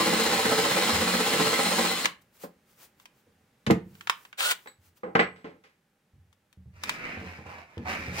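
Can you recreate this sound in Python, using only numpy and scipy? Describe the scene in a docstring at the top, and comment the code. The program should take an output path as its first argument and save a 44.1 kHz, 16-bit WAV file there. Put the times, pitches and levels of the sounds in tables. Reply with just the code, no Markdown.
"""Boring into a wooden cabinet floor

A cordless drill bores with a clatter of gears, throbbing once a turn, and stops with a clack.
A hand sweeps the dust off, the drill bumps the board, the chuck clicks and is spun briefly in the hand.
Knocks excite the cabinet's modes and make loose steel bits ring; feet shift and clothes rub in a small room.
Noise, pulses and sines drive the sources; filters give their resonances, and echoes and a tail the room."""
import sys
import numpy as np
from scipy import signal
from scipy.io import wavfile
from scipy.ndimage import uniform_filter1d

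SR = 44100
rng = np.random.default_rng(int(sys.argv[2]) if len(sys.argv) > 2 else 0)


def unload_wav(signal):
    """Save mono or channel-first audio to the path in sys.argv[1] as 16-bit WAV at rate SR, clipped to [-1, 1]."""
    wavfile.write(
        sys.argv[1],
        SR,
        np.round(np.clip(np.atleast_2d(signal).T, -1, 1) * 32767).astype(np.int16),
    )


N = 361619
TAPS = 8192
HZ, T = np.fft.rfftfreq(TAPS, 1 / SR), np.arange(N) / SR  # filter frequencies [Hz], time [s]


def drill():
    """Forced vibration: gear impacts excite the housing, while periodic cutting force tears the fibres."""
    # chuck speed while boring: (time [s], speed [turns/s])
    speed_curve = [(0, 15.4), (.6, 15.5), (.72, 17.2), (.9, 15.9), (1.28, 15.9), (1.36, 13.8), (1.44, 15.8),
                   (1.85, 15.6), (2.06, 13)]
    # motor noise spectrum: (frequency [Hz], relative density [dB])
    motor_spectrum = [(60, -27), (200, -12), (500, -5), (1200, -2.5), (2100, -1.5), (2600, -1.5),
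                      (3600, -2.5), (4200, 1), (4600, -8.5), (6000, -9), (7200, -4.5), (11000, -11.5),
                      (13500, -15.5), (15200, -11.5)]
    # modes of the drill's housing and bit: (frequency [Hz], width [Hz], level [dB])
    housing_modes = [(2065, 120, 5.5), (3020, 150, 2.5), (4256, 110, 4), (5070, 460, 7.5), (7000, 400, 0)]
    # cutting noise spectrum ahead of the cabinet modes: (frequency [Hz], relative density [dB])
    cut_spectrum = [(30, -46), (60, -31), (90, -14.5), (180, 2.5), (500, 0), (1050, 0.5), (2000, -2),
                    (2600, -15), (4200, -18), (8000, -19.5), (16000, -41.5)]
    through_s, unload_s = 1.84, 0.15  # the bit breaks through; decay time of the load
    stop_s, brake_s = 2.055, .008  # the brake stops the motor; decay time
    motor_db, motor_unloaded_db = -25.5, -6  # loaded level, change without load
    cut_db, cut_db_per_s = -25.5, -1.36  # the cut slowly lightens
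    whine_mid_db, whine_unloaded_db = -45, 1  # level at half load, change from full to no load
    bite_db, whine_bite_db = 4.4, 4  # per unit of bite

    running = gate(0, stop_s, brake_s)
    load = gate(0, through_s, unload_s)
    gears, tone, bite = gear_train(np.interp(T, *np.transpose(speed_curve)))

    housing = read(motor_spectrum) + sum(db * bump(hz, width) for hz, width, db in housing_modes)
    motor = unit(colour(gears, housing)) * amp(motor_db + motor_unloaded_db * (1 - load))

    fibres = shifting(wide(lambda: grains(per_s=2500, spread_db=2.5)), patch_db=1.5)
    fibres = fibres * amp(bite_db * bite + 1.0 * waver(41))
    cutting = unit(colour(fibres, read(cut_spectrum) + 1.3 * panel()))
    cutting = cutting * load * amp(cut_db + cut_db_per_s * T)

    whine = tone * amp(whine_mid_db + whine_unloaded_db * (0.5 - load) + whine_bite_db * bite * load)

    # the bit squeals as it sinks deep into the hole
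    squeal_hz = 8150 + 22 * waver(150)
    squeal = unit(np.sin(2 * np.pi * np.cumsum(squeal_hz) / SR) * amp(2.5 * waver(40)))
    squeal = squeal * amp(-37.5) * swell(1.7, rise_s=.36, fall_s=.22)
    return room((motor + cutting + whine + squeal) * running, wet_db=-7.5, lag_ms=-.05)


def gear_train(speed):
    """Gear meshing: tooth contacts repeat in proportion to chuck speed; returns clatter, whine and bite."""
    mesh_per_turn, first_bite_turns = 84, .12
    turns = np.cumsum(speed) / SR
    angle = 2 * np.pi * (turns - first_bite_turns)
    bite = np.cos(angle) + .3 * np.cos(2 * angle)  # short surges, long lulls
    teeth = np.cumsum(mesh_per_turn * speed * (1 + .006 * waver(60))) / SR
    contacts = np.diff(np.floor(teeth), prepend=0)
    chatter = np.cos(2 * np.pi * 6.15 * turns)  # the planet gears load and unload
    clatter = shifting(wide(lambda: (2.7 * contacts + 1) * rng.standard_normal(N)), patch_db=2.0)
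    gears = clatter * amp(0.98 * bite + 0.76 * chatter + .5 * waver(25))
    mesh = 2 * np.pi * teeth
    tone = unit(np.sin(mesh) + amp(-13) * np.sin(2 * mesh))
    return gears, tone, bite


def spin():
    """Free rotation: the unloaded motor runs up and is braked; clatter and whine grow with its speed."""
    # unloaded motor noise spectrum: (frequency [Hz], relative density [dB])
    free_spectrum = [(60, -48), (200, -29.5), (500, -3.5), (900, -6), (1400, 1), (2200, -3.5), (3500, 1.5),
                     (6000, -9), (8200, -2.5), (12000, -16.5), (15000, -7)]
    start_s, end_s = 4.372, 4.518
    run_up_s, coast_s, brake_s = 0.025, .25, .012  # time constants: speed up, speed down, sound dying
    full_turns_per_s = 17.7
    run_up = 1 - np.exp(-np.maximum(T - start_s, 0) / run_up_s)
    pace = run_up * gate(start_s, end_s, coast_s)  # share of full speed
    gears, tone, _ = gear_train(full_turns_per_s * pace)
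    clatter = unit(colour(gears, read(free_spectrum))) * amp(-24.5) * pace ** 1.63
    whine = tone * amp(-33.5 + 1.9 * waver(120)) * pace ** 5
    return room((clatter + whine) * gate(start_s, end_s, brake_s), wet_db=-17, lag_ms=-.18)


def knocks():
    """Impact excitation: each blow drives the cabinet's modes, weighted by where and how hard it lands."""
    # board spectrum ahead of the cabinet modes: (frequency [Hz], relative density [dB])
    board_spectrum = [(30, -32), (70, -22.5), (170, -5.5), (500, -6), (1000, -8.5), (2100, -3), (3200, -11),
                      (5000, -14), (9000, -21), (16000, -23.5)]
    # blows: (time [s], level [dB], hardness corner [Hz], the spot's own note [Hz],
    # the note's strength before weighting [dB], rattle decay time [s])
    blow_table = [(0.125, -23.5, 707, 332, 16.5, 0.012), (0.456, -25.5, 2500, 450, 5, 0.0087),
                  (1.396, -30, 600, 194, 11.5, 0.0097), (2.047, -27, 9000, 250, 0.5, 0.0029),
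                  (2.436, -35, 800, 403, 0.5, 0.016), (3.665, -28, 7000, 463, -0.5, 0.011),
                  (3.672, -23, 400, 85, 11, 0.031), (3.7004, -14, 2000, 346, 8.5, 0.014),
                  (3.707, -14.5, 13870, 220, 16, 0.008), (3.711, -21, 258.7, 79.9, 12, 0.022),
                  (4.659, -46.5, 1820, 500, -1, 0.013), (4.672, -42.5, 5950, 1690, 11.5, 0.0079),
                  (5.033, -31.5, 1015, 650, 2.5, .026), (5.063, -36, 800, 650, 7.5, .04),
                  (5.152, -14.5, 2200, 700, 5.5, 0.015), (5.193, -14.5, 2300, 2020, 7.5, 0.024),
                  (5.36, -53.5, 3000, 1500, -5, 0.051), (5.444, -37, 3140, 272, 9, 0.043),
                  (5.638, -55, 11930, 2500, 8, 0.045)]
    heavy_note_hz, light_db_per_octave = 300, -7
    wood = np.zeros((2, N))
    body = read(board_spectrum) + 0.85 * panel()
    for s, db, hard_hz, note_hz, note_db, seconds in blow_table:
        # each spot favours the modes near one note
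        spot = note_db * (0.97 * bump(note_hz, 3.9 * note_hz) + 0.6 * bump(note_hz, 110))
        # higher-pitched blows are light and hardly move the deepest modes
        light = light_db_per_octave * max(np.log2(note_hz / heavy_note_hz), 0) * amp(soft(110))
        shape = body + 1.48 * soft(hard_hz) + spot + light
        add(wood, s, amp(db) * struck(colour(blow(seconds, rattle=7.5), shape)))
    return room(wood, wet_db=-10.0, lag_ms=-.3)


def panel():
    """Modal resonance: peaks of the cabinet's response over a constant background (dB)."""
    # cabinet modes: (frequency [Hz], width [Hz], peak [dB re 3 dB above the background])
    cabinet_modes = [(86, 28, 9.5), (134, 13, 4), (182.8, 27, 6.5), (230, 91, 2.5), (321.5, 40, 7),
                     (446.5, 42, 10), (498, 59, 7), (569.7, 40, 5.5), (806.5, 100, 4.5), (1046, 67, 4.5),
                     (1275, 150, -1.5), (2020, 100, 3)]
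    peaks = sum(amp(db) ** 2 / (1 + (2 * (HZ - hz) / width) ** 2) ** 2 for hz, width, db in cabinet_modes)
    return 10 * np.log10(.5 + peaks)


def clinks():
    """Free vibration: loose steel bits ring on the board as exponentially damped sines."""
    # modes of the bits: (frequency [Hz], level [dB], undamped t60 [s])
    steel_modes = [(3950, -5.5, 0.09), (4398, -14, 0.35), (7850, -9.5, 0.49), (7870, -11, .3),
                   (10300, -33, 0.44), (13160, -19, .12), (14330, -22.5, .3)]
    # ringing onsets: (time [s], level [dB])
    clink_table = [(4.674, -39.5), (5.033, -67.5), (5.151, -54), (5.193, -41)]
    fingers_leave_s = 4.9
    steel, t = np.zeros(N), np.arange(SR // 2) / SR
    ring = sum(amp(db - 60 * t / t60) * np.sin(2 * np.pi * hz * t) for hz, db, t60 in steel_modes)
    for s, db in clink_table:
        damping = np.exp(-t / 0.019) if s < fingers_leave_s else 1  # a bit held in the fingers only ticks
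        add(steel, s, amp(db) * ring * damping)
    return room(steel, wet_db=3.5, lag_ms=0)


def clicks():
    """Hard impact: brief broadband snaps of the chuck and spindle lock in a plastic sleeve."""
    # chuck spectrum: (frequency [Hz], relative density [dB])
    chuck_spectrum = [(60, -33), (300, -23.5), (650, -10.5), (950, 1.5), (1350, 2), (1650, 1.5),
                      (2100, 0.5), (3200, -0.5), (4500, -8), (7000, -12), (11000, -21), (16000, -22)]
    # snaps: (time [s], peak before a common 4.5 dB gain [dB], treble [dB], left-right difference [dB])
    click_table = [(2.056, -6.5, 0.5, 0.5), (2.999, -46, 4, 1), (3.056, -38, 4.5, 0.5),
                   (3.952, -46.5, 3, -2), (4.009, -32, 0.5, -1.5), (4.072, -20.5, -7.5, 1.5),
                   (4.097, -8, 0.5, -1), (4.251, -36.5, -3, 2.5), (4.328, -35.5, -14, -0.5),
                   (4.39, -27, 2, 2), (4.406, -15.5, -7.5, 3.5), (4.511, -14, 10.5, 1.5),
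                   (6.328, -52, 9.5, 6), (6.528, -48, 12, 2.5), (6.836, -21, 6.5, 2),
                   (6.894, -11.5, -1, 5.5), (7.779, -35, -9, 3)]
    out = np.zeros((2, N))
    for s, db, treble_db, pan_db in click_table:
        shape = read(chuck_spectrum) + treble_db * (1 - amp(soft(4000)))
        snap = colour(blow(seconds=0.0042, rattle=7), shape)
        pan = amp([[pan_db / 2], [-pan_db / 2]])
        add(out, s, amp(db + 4.5) * snap / abs(snap).max() * pan)
    return room(out, wet_db=-12.5, lag_ms=-.2)


def sweeps():
    """Sliding friction: fine grains of skin on dusty wood and plastic, swelling with each stroke."""
    # palm spectrum: (frequency [Hz], relative density [dB])
    palm_spectrum = [(150, -23.5), (350, -5), (650, -7.5), (1000, -6.5), (2200, -7), (4000, -10),
                     (7500, -10.5), (11000, -12.5), (15000, -7)]
    # strokes: (fastest moment [s], level [dB], rise plus fall time constants [s])
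    stroke_table = [(2.222, -59, .012), (2.37, -57.5, 0.056), (2.438, -45, 0.056), (2.72, -61.5, .08),
                    (2.835, -49.5, 0.084), (3.02, -61.5, 0.064), (3.19, -67, .07), (4.01, -59, 0.19),
                    (4.22, -58, .2), (4.64, -59.5, .17), (4.87, -60.5, .08), (4.977, -58, 0.026)]
    rising = 0.63  # share of a stroke spent speeding up
    power = sum((amp(db) * swell(s, rising * length, (1 - rising) * length)) ** 2
                for s, db, length in stroke_table)
    palm = unit(colour(wide(lambda: grains(per_s=5900, spread_db=1.0)), read(palm_spectrum)))
    return room(palm * np.sqrt(power), wet_db=-7.5, lag_ms=0)


def steps():
    """Soft impact: the floor thumps dully under shifting weight, the heel, then the sole."""
    # floor spectrum ahead of the cabinet modes: (frequency [Hz], relative density [dB])
    floor_spectrum = [(25, -29.5), (55, -8), (85, 3), (130, 1.5), (190, -2.5), (300, -13.5), (600, -16.5),
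                      (2000, -28), (8000, -40.5)]
    # feet: (heel time [s], heel level [dB], hardness corner [Hz], sole delay [s], sole re heel [dB])
    foot_table = [(0.928, -34, 119, .04, -4.5), (3.269, -60, 820, 0.14, -6), (4.786, -58.5, 99, 0.033, -15),
                  (6.135, -53.5, 92, 0.05, -2.5), (6.573, -47.5, 109, 0.085, 4.5),
                  (7.172, -36, 625, .042, -2), (7.387, -40.5, 1000, .076, -2.5),
                  (7.772, -32.5, 514, .027, -2), (7.99, -38, 446, 0.089, 4.5),
                  (8.124, -37.5, 507, 0.058, -10)]
    out = np.zeros((2, N))
    for s, db, hard_hz, sole_s, sole_db in foot_table:
        light = -5.5 * np.log2(hard_hz / 100) * amp(soft(95))  # a quick scuff hardly moves the deepest mode
        shape = read(floor_spectrum) + soft(hard_hz) + light + 1.1 * panel()
        for late_s, weight_db in ((0, 0), (sole_s, sole_db)):
            thump = struck(colour(blow(seconds=0.02, rattle=1.3), shape))
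            add(out, s + late_s, amp(db + weight_db) * thump)
    return room(out, wet_db=-4.0, lag_ms=0)


def rubbing():
    """Stick and slip: threads catch as cloth slides on cloth; each rub has its own body and brightness."""
    # cloth spectrum: (frequency [Hz], relative density [dB])
    cloth_spectrum = [(60, -15.5), (200, -2.5), (450, -6), (750, -5.5), (1200, -7), (1700, -5.5),
                      (2400, -2), (3300, -18), (4300, -18), (5500, -18), (8000, -28.5), (15800, -34.5)]
    # rubs: (fastest moment [s], level [dB], rise [s], fall [s], gain near 800 Hz [dB], treble gain [dB])
    rub_table = [(6.79, -58.5, 0.05, 0.063, 2.5, 3), (6.891, -38, 0.057, 0.071, -5, 3.5),
                 (7.07, -34.5, 0.13, 0.13, -5.5, -9), (7.28, -43, 0.11, 0.13, -1, -2.5),
                 (7.475, -45.5, 0.027, 0.1, 8.5, -1), (7.595, -44.5, 0.085, .045, 4.5, -5),
                 (7.75, -56.5, 0.11, 0.14, 6, -0.5), (7.868, -37.5, .012, 0.028, 10.5, -6),
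                 (7.907, -30.5, 0.035, 0.068, 2.5, -1), (8.03, -37, 0.14, 0.15, -6, -3),
                 (8.2, -33, 0.047, .05, 4.5, 10.5)]
    body_hz, treble_hz = (600, 1200), 3500
    threads = shifting(wide(lambda: grains(per_s=2200, spread_db=3.4)), patch_db=2.8)
    cloth = unit(colour(threads, read(cloth_spectrum)))
    dull = signal.sosfiltfilt(signal.butter(2, treble_hz, fs=SR, output="sos"), cloth)
    body = signal.sosfiltfilt(signal.butter(2, body_hz, "band", fs=SR, output="sos"), dull)
    power = sum((amp([[db], [db + body_db], [db + treble_db]]) * swell(s, rise_s, fall_s)) ** 2
                for s, db, rise_s, fall_s, body_db, treble_db in rub_table)
    bands = (dull - body, body, cloth - dull)
    rubs = sum(band * gain for band, gain in zip(bands, np.sqrt(power)))
    return room(rubs, wet_db=-4.0, lag_ms=0.26)


def air():
    """Stationary noise, spectrally shaped: the quiet wash of the room, a little stronger early on."""
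    # background spectrum: (frequency [Hz], relative density [dB])
    air_spectrum = [(15, -63), (25, -20.5), (170, -5.5), (205, -5.5), (307, -13), (620, -14.5),
                    (672, -24.5), (791, -14), (955, -21.5), (1680, -19.5), (4450, -29), (15800, -35)]
    wash = unit(colour(wide(lambda: rng.standard_normal(N)), read(air_spectrum)))
    return wash * amp(-73 + np.interp(T, [3.6, 5.8], [5, .5]))


def room(x, wet_db, lag_ms, count=3):
    """Reverberation: lagged direct sound, wall echoes and a tail blended from slowly alternating noises."""
    # reverberation: (frequency [Hz], t60 [s])
    decay_table = [(60, 0.68), (200, 0.31), (500, 0.26), (2500, 0.25), (6000, 0.18), (15000, 0.19)]
    # echoes off the cabinet walls: (delay at the left ear [ms], at the right ear [ms], level [dB])
    wall_table = [(1.3, 2.1, -24), (3.7, 2.9, -25.5), (4.6, 5.3, -18.5), (8.3, 7.9, -21)]
    x = x * np.ones((2, 1))
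    out = delayed(x, lag_ms, -lag_ms)  # a positive lag delays the left ear, a negative one the right
    out = out + sum(amp(db) * delayed(x, left, right) for left, right, db in wall_table)
    for k in range(count):
        hz, t, z = signal.stft(wide(lambda: rng.standard_normal(SR * 3 // 4)), SR, nperseg=256)
        decay = amp(-60 * t / read(decay_table, hz)[:, None])
        onset = np.minimum(t / .006, 1)
        tail = signal.istft(z * decay * onset, SR, nperseg=256)[1]
        tail = tail / np.linalg.norm(tail[0])
        # the random tails alternate at a fixed rate, for a smooth decay
        turn = np.sqrt(2 / count) * np.cos(2 * np.pi * (1.3 * T + k / count))
        out += amp(wet_db) * signal.oaconvolve(x * turn, tail, axes=1)[:, :N]
    return out / np.sqrt(1.39 + amp(wet_db) ** 2)


def wide(source):
    """Interaural decorrelation: each ear hears its own mix; the bass is nearly common to both."""
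    # stereo width: (frequency [Hz], side re mid [dB])
    width_table = [(60, -24), (150, -28), (300, -18), (600, -9), (1200, -5), (3000, -5), (15000, -5)]
    mid, side = source(), colour(source(), read(width_table))
    return np.array([mid + side, mid - side])


def shifting(x, patch_db, size=2048):
    """Varying modal coupling: resonances come and go as the contact point wanders."""
    hz, _, z = signal.stft(x, SR, nperseg=size, noverlap=size * 3 // 4)
    # patches about 100 Hz by 45 ms
    patches = uniform_filter1d(rng.standard_normal(z.shape[1:]), 4, axis=0)
    patches = unit(uniform_filter1d(patches, 4, axis=1, mode="wrap"))
    depth = np.interp(hz, [120, 600, 3000, 8000], [0, 1, 1, .4])[:, None]
    z = z * amp(patch_db * depth * patches)
    return signal.istft(z, SR, nperseg=size, noverlap=size * 3 // 4)[1][:, :N]


def grains(per_s, spread_db):
    """Shot noise: random snaps of uneven size and either sign, scaled to rms 1."""
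    size = amp(spread_db * np.minimum(rng.exponential(1, N), 4))
    return unit(size * rng.choice([-1, 1], N) * (rng.random(N) < per_s / SR))


def blow(seconds, rattle):
    """Impulse excitation: one push and an exponentially dying rattle."""
    t = np.arange(SR // 2) / SR
    burst = wide(lambda: rng.standard_normal(len(t))) * np.exp(-t / seconds)
    return (t == 0) + rattle * burst / np.linalg.norm(burst[0])


def soft(hz):
    """Contact compliance: a soft contact falls 9 dB per octave far above hz (dB)."""
    return -10 * np.log10(1 + (HZ / hz) ** 3)


def bump(hz, width):
    """Resonance: a Lorentzian curve, 1 at its centre and half as high at half the width to either side."""
    return 1 / (1 + (2 * (HZ - hz) / width) ** 2)


def gate(on_s, off_s, release_s):
    """Exponential relaxation: full on between two times, then dying away."""
    return (T >= on_s) * np.exp(-np.maximum(T - off_s, 0) / release_s)


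def swell(s, rise_s, fall_s):
    """Gaussian envelope: a movement gathers speed, peaks at time s and slows again."""
    return np.exp(-((T - s) / np.where(T < s, rise_s, fall_s)) ** 2)


def waver(per_s):
    """Random modulation: noise smoothed twice over 1 / per_s seconds, scaled to rms 1."""
    size = max(int(SR / per_s), 1)
    return unit(uniform_filter1d(uniform_filter1d(rng.standard_normal(N), size), size))


def delayed(x, left_ms, right_ms):
    """Propagation delay: each ear's channel arrives that much later; negative delays count as none."""
    lags = [max(round(ms * SR / 1000), 0) for ms in (left_ms, right_ms)]
    return np.array([np.pad(ear, (lag, 0))[:N] for ear, lag in zip(x, lags)])


def colour(x, db):
    """Minimum-phase filtering: a causal filter with the given gain at HZ."""
    log_gain = np.log(amp(np.r_[db, db[-2:0:-1]]))
    # the Hilbert transform of the log gain gives the phase
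    taps = np.fft.ifft(np.exp(np.conj(signal.hilbert(log_gain)))).real[:TAPS // 2]
    taps = taps.reshape((1,) * (x.ndim - 1) + (-1,))
    return signal.oaconvolve(x, taps, axes=-1)[..., :x.shape[-1]]


def read(points, hz=HZ):
    """Logarithmic frequency scale: a table's values interpolated at hz."""
    f, value = np.transpose(points)
    return np.interp(np.log(hz + 1), np.log(f + 1), value)


def amp(db):
    """Level definition: decibels to amplitude gain."""
    return 10 ** (np.asarray(db) / 20)


def unit(x):
    """Mean-square normalisation: scaled to rms 1."""
    return x / np.sqrt(np.mean(x ** 2) + 1e-20)


def struck(x):
    """Onset normalisation: scaled so that the first 15 ms have rms 1."""
    return x / np.sqrt(np.mean(x[:, :660] ** 2))


def add(mix, s, sound):
    """Superposition: adds a sound to the mix at time s."""
    part = mix[..., round(s * SR):][..., :sound.shape[-1]]
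    part += sound[..., :part.shape[-1]]


def scene():
    """Superposition of all sources in the room."""
    tool = drill() + spin()
    contacts = knocks() + clinks() + clicks()
    worker = sweeps() + steps() + rubbing()
    return tool + contacts + worker + air()


def record(dry):
    """Linear filtering: the colour of two differing microphones, then the band limit."""
    # microphone difference: (frequency [Hz], left-right [dB])
    port_table = [(60, 1), (130, -5), (290, 2.5), (640, -4), (1410, -3.5), (3100, 1.0), (6820, 2.5),
                  (15000, 2.5)]
    edge_hz = 15850
    ports = np.array([signal.firwin2(513, HZ, amp(side * read(port_table) / 2), nfreqs=8193, fs=SR)
                      for side in (1, -1)])
    heard = signal.oaconvolve(dry, ports, "same", axes=1)
    band = signal.firwin(511, edge_hz, window=("kaiser", 9), fs=SR)
    return signal.oaconvolve(heard, band[None], "same")


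dry = scene()
out = record(dry)
unload_wav(out)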